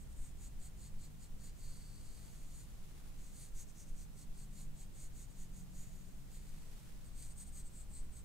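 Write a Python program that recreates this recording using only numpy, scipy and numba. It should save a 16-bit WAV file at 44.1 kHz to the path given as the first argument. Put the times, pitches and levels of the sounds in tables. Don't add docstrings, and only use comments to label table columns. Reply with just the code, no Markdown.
import sys
import numpy as np
from scipy import signal
from scipy.fft import rfft, irfft
from scipy.io import wavfile
from numba import njit

SR = 44100
rng = np.random.default_rng(int(sys.argv[2]) if len(sys.argv) > 2 else 0)


def int16_out(signal):
    q = np.round(np.clip(np.atleast_2d(signal).T, -1, 1) * 32767)
    wavfile.write(sys.argv[1], SR, q.astype(np.int16))


N = 363384
T = np.arange(N) / SR
FREQS = np.maximum(np.arange(N // 2 + 1) * SR / N, 1)

# peak in seconds, length in seconds, drive in dB, depth in the hair
# as extra drive on the lower tooth ring in dB, extra drive on the spine in dB.
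QUICK_STROKES = [(0.246, 0.26, -67, -3, -17), (0.451, 0.17, -66.5, 1.5, -5), (0.657, 0.14, -63, -6, -8),
                 (0.848, 0.18, -66.5, -1.5, 0.5), (1.047, 0.14, -67, -2, 0), (1.242, 0.13, -69, -2, -0.5),
                 (1.465, 0.18, -66, -0.5, -0.5), (2.59, 0.26, -68.5, 1, -3), (3.26, 0.23, -70.5, -1, -5),
                 (3.428, 0.26, -63, -3, -3.5), (3.607, 0.15, -62.5, 2, -9), (3.811, 0.14, -67, 4, -16),
                 (4.015, 0.15, -67, 0, -6), (4.215, 0.14, -66.5, -2, -2), (4.416, 0.16, -66, -4.5, -4),
                 (4.605, 0.2, -65.5, 0.5, -2), (4.82, 0.14, -66, -1.5, -6), (5.028, 0.21, -64.5, -0.5, -8),
                 (5.213, 0.18, -65.5, 0.5, -7), (5.422, 0.17, -68, 1.5, -6), (5.592, 0.18, -69, 1, -6),
                 (5.808, 0.21, -67, 1, -5), (6.364, 0.15, -69.5, -2.5, -1.5), (7.24, 0.22, -61, -5.5, -5),
                 (7.414, .12, -57, -8, -14), (7.588, 0.15, -57.5, -7.5, -12), (7.794, 0.19, -62, -12, -12),
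                 (7.975, 0.17, -59.5, -14.5, -7), (8.181, 0.14, -62.5, -9, -12)]
SLOW_PULLS = [(1.658, 1.07, -68, -2.5, 1.5), (1.93, 1.5, -74, -5, 4.5), (2.15, 2.1, -72.5, -3.5, 2),
              (5.887, 1.25, -75, 2, -5), (6.474, 2, -78, -4, 0)]
# peak in seconds, drive in dB.
TIP_GRAZES = [(0.02, -71.5), (0.12, -75), (3.7, -71.5), (3.89, -72.5), (5.321, -75), (6.49, -73),
              (7.07, -70.5), (7.315, -64), (7.48, -63.5), (7.672, -64.5), (8.055, -74)]
# time in seconds, gain of the scalp sounds in dB.
SCALP_PRESSURE = [(0.2, -3.5), (0.45, -1), (1.9, 0), (3.42, -1.5), (3.6, -2), (3.8, -3), (4.2, -2.5),
                  (5.65, -2), (6.4, 5.5), (7.25, -1.5), (7.5, -4), (8.24, -3)]
# time in seconds, lower ring in Hz, upper ring in Hz, tip ring in Hz, tip gain in dB.
COMB_RINGS = [(0.24, 6900, 8250, 11100, -4), (0.45, 6900, 8200, 11000, -8), (1.46, 6900, 8200, 10900, -14),
              (1.95, 6550, 8140, 9900, -3), (2.6, 6900, 8300, 10100, -5), (3.43, 6640, 8200, 10450, -3),
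              (3.61, 6600, 7900, 10500, -4), (3.82, 6500, 8250, 10000, -9), (4.21, 6440, 8300, 9900, -6),
              (4.6, 6900, 8150, 9900, -4), (5.05, 6750, 8200, 9700, -9), (5.82, 6830, 8150, 9650, -10),
              (7.25, 6670, 8330, 10400, -13), (7.41, 6730, 8330, 10500, -11), (7.8, 6600, 8170, 10200, -4),
              (8.18, 6600, 8270, 10000, -9)]
# frequency in Hz, relative level in dB.
SCRAPE_SPECTRUM = [(700, -15), (1450, -5), (2100, 3), (2900, -3.5), (3700, 1), (5300, -2), (7200, 0),
                   (9400, 2), (11200, -3.5), (15500, -5)]
# time in seconds, gain in dB.
SIZZLE_GAIN = [(0.5, -7), (4.1, -3.5), (7.6, -4.5)]
# peak in seconds, length in seconds, level in dB.
HAIR_GATHERS = [(2.28, 0.53, -69.5), (2.98, 1, -70), (6.8, 0.87, -68)]
# frequency in Hz, relative level in dB.
RUSTLE_SPECTRUM = [(400, -4.5), (1000, 1.5), (2100, 0.5), (3500, -0.5), (5500, -1.5), (9400, -1),
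                   (13000, -5.5), (15500, -14)]
# frequency in Hz, relative level in dB.
AIR_SPECTRUM = [(8.8, -24.5), (15, 3.5), (31, -3), (82, -17.5), (151, -18.5), (195, -21), (231, -26.5),
                (275, -27.5), (321, -31), (1500, -44.5), (1950, -107), (3300, -120)]
# frequency in Hz, correlation.
AIR_CORRELATION = [(25, 0.63), (60, 0.055), (125, 0.37), (250, 0.14), (500, 0.086), (2000, 0.13)]
# frequency in Hz, relative level in dB.
HISS_SPECTRUM = [(900, -18), (1600, 1.5), (3000, 0), (5000, -3), (8000, 0.5), (11000, -4.5), (15500, -3)]
# time in seconds, rms level in dB.
MAINS_LEVEL = [(0, -58), (3.2, -68), (6.6, -68.5), (7.3, -61.5), (8.24, -60.5)]
# frequency in Hz, rms level in dB.
HUM_TONES = [(120, -74.5), (205, -77), (263, -81.5), (290, -84.5)]
# time in seconds, turning rate in Hz,
# third harmonic in dB before the room lifts it, second harmonic in dB against the third.
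ENGINE_RUN = [(0, 49, -69.5, -4), (0.35, 48.3, -70.5, -3.5), (1.2, 50.3, -70.5, -2), (2.05, 49.6, -72, 0),
              (2.5, 52.3, -69, -1.5), (3.1, 53.5, -72.5, -0.5), (3.7, 55, -72, -13), (4.25, 51, -69.5, -9),
              (4.7, 49.7, -66, -7.5), (5.1, 49, -70.5, -8), (5.45, 45.6, -61.5, -12), (5.85, 44.6, -66, -5),
              (6.2, 45.3, -67, -15), (6.5, 50, -68.5, -12), (6.95, 57, -67.5, -10), (7.4, 50, -69.5, -10),
              (8.24, 45.5, -69.5, -11)]
# frequency in Hz, boost in dB.
LOW_MODES = [(98, 7.9), (149, 5.2), (179, 10.6), (203, 8.3)]
# time in seconds, peak level in dB.
FAN_PUFFS = [(0, -37.5), (1.3, -35.5), (2.4, -43), (3.3, -38.5), (5.7, -36.5), (6.8, -45.5), (7.6, -36.5)]

STROKE_RISE, PULL_RISE = 0.62, 0.27


def undb(db):
    return 10 ** (np.asarray(db) / 20)


def unit(x):
    return x / np.sqrt(np.mean(x ** 2))


def curve(rows):
    times, *columns = np.transpose(rows)
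    return [np.interp(T, times, column) for column in columns]


def across(points):
    hz, value = np.transpose(points)
    return np.interp(np.log(FREQS), np.log(hz), value)


def colour(x, points):
    return unit(irfft(rfft(x) * undb(across(points)), N))


def drift(rate_hz):
    return unit(irfft(rfft(rng.standard_normal(N)) / (1 + (FREQS / rate_hz) ** 4), N))


def stereo(pair, correlation, lag_samples=0, left_db=0):
    a, b = rfft(pair)
    mid, side = a * np.sqrt((1 + correlation) / 2), b * np.sqrt((1 - correlation) / 2)
    delay = np.exp(-2j * np.pi * FREQS * lag_samples / SR)
    left = (mid + side) * delay * undb(left_db / 2)
    right = (mid - side) * undb(-left_db / 2)
    return irfft(np.array([left, right]), N)


@njit
def bandpass(x, hz, width_hz):
    out, band_state, low_state = np.empty(len(x)), 0., 0.
    for i in range(len(x)):
        g, damping = np.tan(np.pi * hz[i] / SR), width_hz[i] / hz[i]
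        band = (band_state + g * (x[i] - low_state)) / (1 + g * (g + damping))
        band_state, low_state = 2 * band - band_state, low_state + 2 * g * band
        out[i] = damping * band
    return out


def ring(pair, hz, width_hz, passes=2):
    hz, width_hz = hz * np.ones(N), width_hz * np.ones(N)
    for _ in range(passes):
        pair = np.array([bandpass(x, hz, 2 * width_hz) for x in pair])
    return unit(pair / np.sqrt(width_hz))


def swell(peak_s, length_s, rise, steep=1.6):
    corners_s = [peak_s - rise * length_s, peak_s, peak_s + (1 - rise) * length_s]
    return np.sin(np.pi / 2 * np.interp(T, corners_s, [0, 1, 0])) ** steep


def movement_power(rows, rise, steep):
    return sum((undb(db) * swell(s, length, rise, steep)) ** 2 for s, length, db, *_ in rows)


def slips(per_s, spread_db):
    happens = rng.random(N) < per_s / SR
    sizes = undb(spread_db * rng.standard_normal(N))
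    return unit(happens * sizes * rng.standard_normal((2, N)))


def comb_drive(depth_db, spine_db):
    full = movement_power(QUICK_STROKES, STROKE_RISE, steep=1.94)
    full += movement_power(SLOW_PULLS, PULL_RISE, steep=7.9)
    grazes = movement_power([(s, 0.067, db) for s, db in TIP_GRAZES], rise=0.57, steep=1)
    upper = np.sqrt(full + grazes)
    lower = undb(depth_db) * np.sqrt(full + grazes * undb(-1.5) ** 2)
    spine = undb(spine_db) * np.sqrt(full + grazes * undb(-1) ** 2)
    return upper, lower, spine


def upper_tooth_ring(hz, depth_db):
    width_hz = np.maximum(1640 + 94 * depth_db, 950)
    return stereo(ring(slips(14000, 2.8), hz, width_hz, passes=3), 0.9, lag_samples=0.76, left_db=1.5)


def lower_tooth_ring(hz, wander):
    sag_hz = hz.max() - hz
    teeth = ring(slips(14000, 0.56), hz * wander, width_hz=300 + 1.6 * sag_hz)
    roots = undb(-8.5) * ring(slips(12000, 1.3), hz=6130, width_hz=510)
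    return stereo(teeth + roots, 0.98, lag_samples=0.14, left_db=-3)


def spine_ring():
    speed = sum(swell(s, length, STROKE_RISE) for s, length, *_ in QUICK_STROKES)
    spine = ring(slips(12000, 1.8), hz=4500 - 100 * speed, width_hz=320 + 170 * speed)
    return stereo(spine, 0.98, lag_samples=1.4, left_db=-1)


def scalp_scrape(tip_hz, tip_db):
    sizzle_db, = curve(SIZZLE_GAIN)
    scrape = stereo(colour(slips(12000, 2), SCRAPE_SPECTRUM), 0.98, lag_samples=1.9)
    tips = stereo(ring(slips(9000, 3.2), tip_hz, width_hz=600), 0.24, lag_samples=1)
    sizzle = stereo(ring(slips(9000, 3.2), hz=12500, width_hz=2200), 0.6, lag_samples=1, left_db=-3)
    sheen = stereo(ring(slips(9000, 3.2), hz=14950, width_hz=1700), -0.98)
    return undb(-1) * scrape + undb(tip_db) * tips + undb(sizzle_db) * sizzle + undb(-8.5) * sheen


def single_teeth():
    peaks_s = np.array(QUICK_STROKES)[:, 0]
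    nearest_stroke = np.searchsorted((peaks_s[1:] + peaks_s[:-1]) / 2, T)
    pitches_hz = rng.uniform(6500, 9300, (len(peaks_s), 3))
    teeth = sum(ring(slips(9000, 3.5), hz[nearest_stroke], width_hz=55) for hz in pitches_hz.T)
    return stereo(unit(teeth), 0.93, lag_samples=0.57)


def comb():
    movements = sorted(QUICK_STROKES + SLOW_PULLS)
    depth_db, spine_db = curve([(s, depth, spine) for s, _, _, depth, spine in movements])
    upper_drive, lower_drive, spine_drive = comb_drive(depth_db, spine_db)
    lower_hz, upper_hz, tip_hz, tip_db = curve(COMB_RINGS)
    pressure_db, = curve(SCALP_PRESSURE)
    pressure = undb(pressure_db) * np.sqrt(upper_drive * lower_drive)
    wander = 1 + 0.0062 * drift(2.8)
    flutter = undb(0.55 * drift(40) + 0.285 * drift(140))
    upper = undb(2) * upper_drive * upper_tooth_ring(upper_hz * wander, depth_db)
    lower = undb(-0.74) * lower_drive * lower_tooth_ring(lower_hz, wander)
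    spine = undb(-4) * spine_drive * spine_ring()
    scalp = pressure * (scalp_scrape(tip_hz * wander, tip_db) + undb(-5.5) * single_teeth())
    return flutter * (upper + lower + spine + scalp)


def loose_hair():
    level = np.sqrt(undb(-74.5) ** 2 + movement_power(HAIR_GATHERS, rise=0.58, steep=0.83))
    flicker = undb(1.1 * drift(20))
    return level * flicker * stereo(colour(slips(7000, 2.1), RUSTLE_SPECTRUM), 0.18)


def room_tone():
    air = colour(stereo(rng.standard_normal((2, N)), across(AIR_CORRELATION)), AIR_SPECTRUM)
    hiss = colour(stereo(rng.standard_normal((2, N)), 0.08, left_db=-1), HISS_SPECTRUM)
    return undb(-49.5) * air + undb(-68.5) * hiss


def electric_hum():
    mains_db, = curve(MAINS_LEVEL)
    out = 0
    for hz, db in [(58.6, mains_db)] + HUM_TONES:
        sway = 0.5 * np.array([drift(2.6), drift(2.7)])
        out += undb(db + 2 * drift(2.3)) * np.sqrt(2) * np.sin(2 * np.pi * hz * T + sway)
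    return out


def far_engine(mode_width_hz=8.3):
    hz, third_db, second_db = curve(ENGINE_RUN)
    hz = hz * (1 + 0.0044 * drift(7.4))
    turns, out = np.cumsum(hz) / SR, 0
    for harmonic, relative_db in [(2, second_db), (3, 0), (4, -7)]:
        boost_db = sum(db / (1 + (2 * (harmonic * hz - mode_hz) / mode_width_hz) ** 2)
                       for mode_hz, db in LOW_MODES)
        sway = 0.5 * np.array([drift(5.4), drift(2.8)])
        level = undb(third_db + relative_db + boost_db + 0.72 * drift(4))
        out += level * np.sqrt(2) * np.sin(2 * np.pi * (harmonic * turns + rng.random()) + sway)
    return out


def ceiling_fan(first_s=0.217, turn_s=0.3715, push_s=0.013):
    puff_db, = curve(FAN_PUFFS)
    from_puff_s = (T - first_s + turn_s / 2) % turn_s - turn_s / 2
    sucking = from_puff_s > 0
    along = from_puff_s / np.where(sucking, 1.97 * push_s, push_s)
    puff = -along * np.exp((1 - along ** 2) / 2) * np.where(sucking, 0.75, 1)
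    return undb(puff_db + 1.5 * drift(2.3)) * puff


def scene():
    return comb() + loose_hair() + room_tone() + electric_hum() + far_engine() + ceiling_fan()


def record(dry):
    rumble_cut = signal.butter(1, 6, "high", fs=SR, output="sos")
    top_cut = signal.ellip(10, 0.2, 70, 15600, fs=SR, output="sos")
    return signal.sosfilt(top_cut, signal.sosfilt(rumble_cut, dry))


dry = scene()
out = record(dry)
int16_out(out)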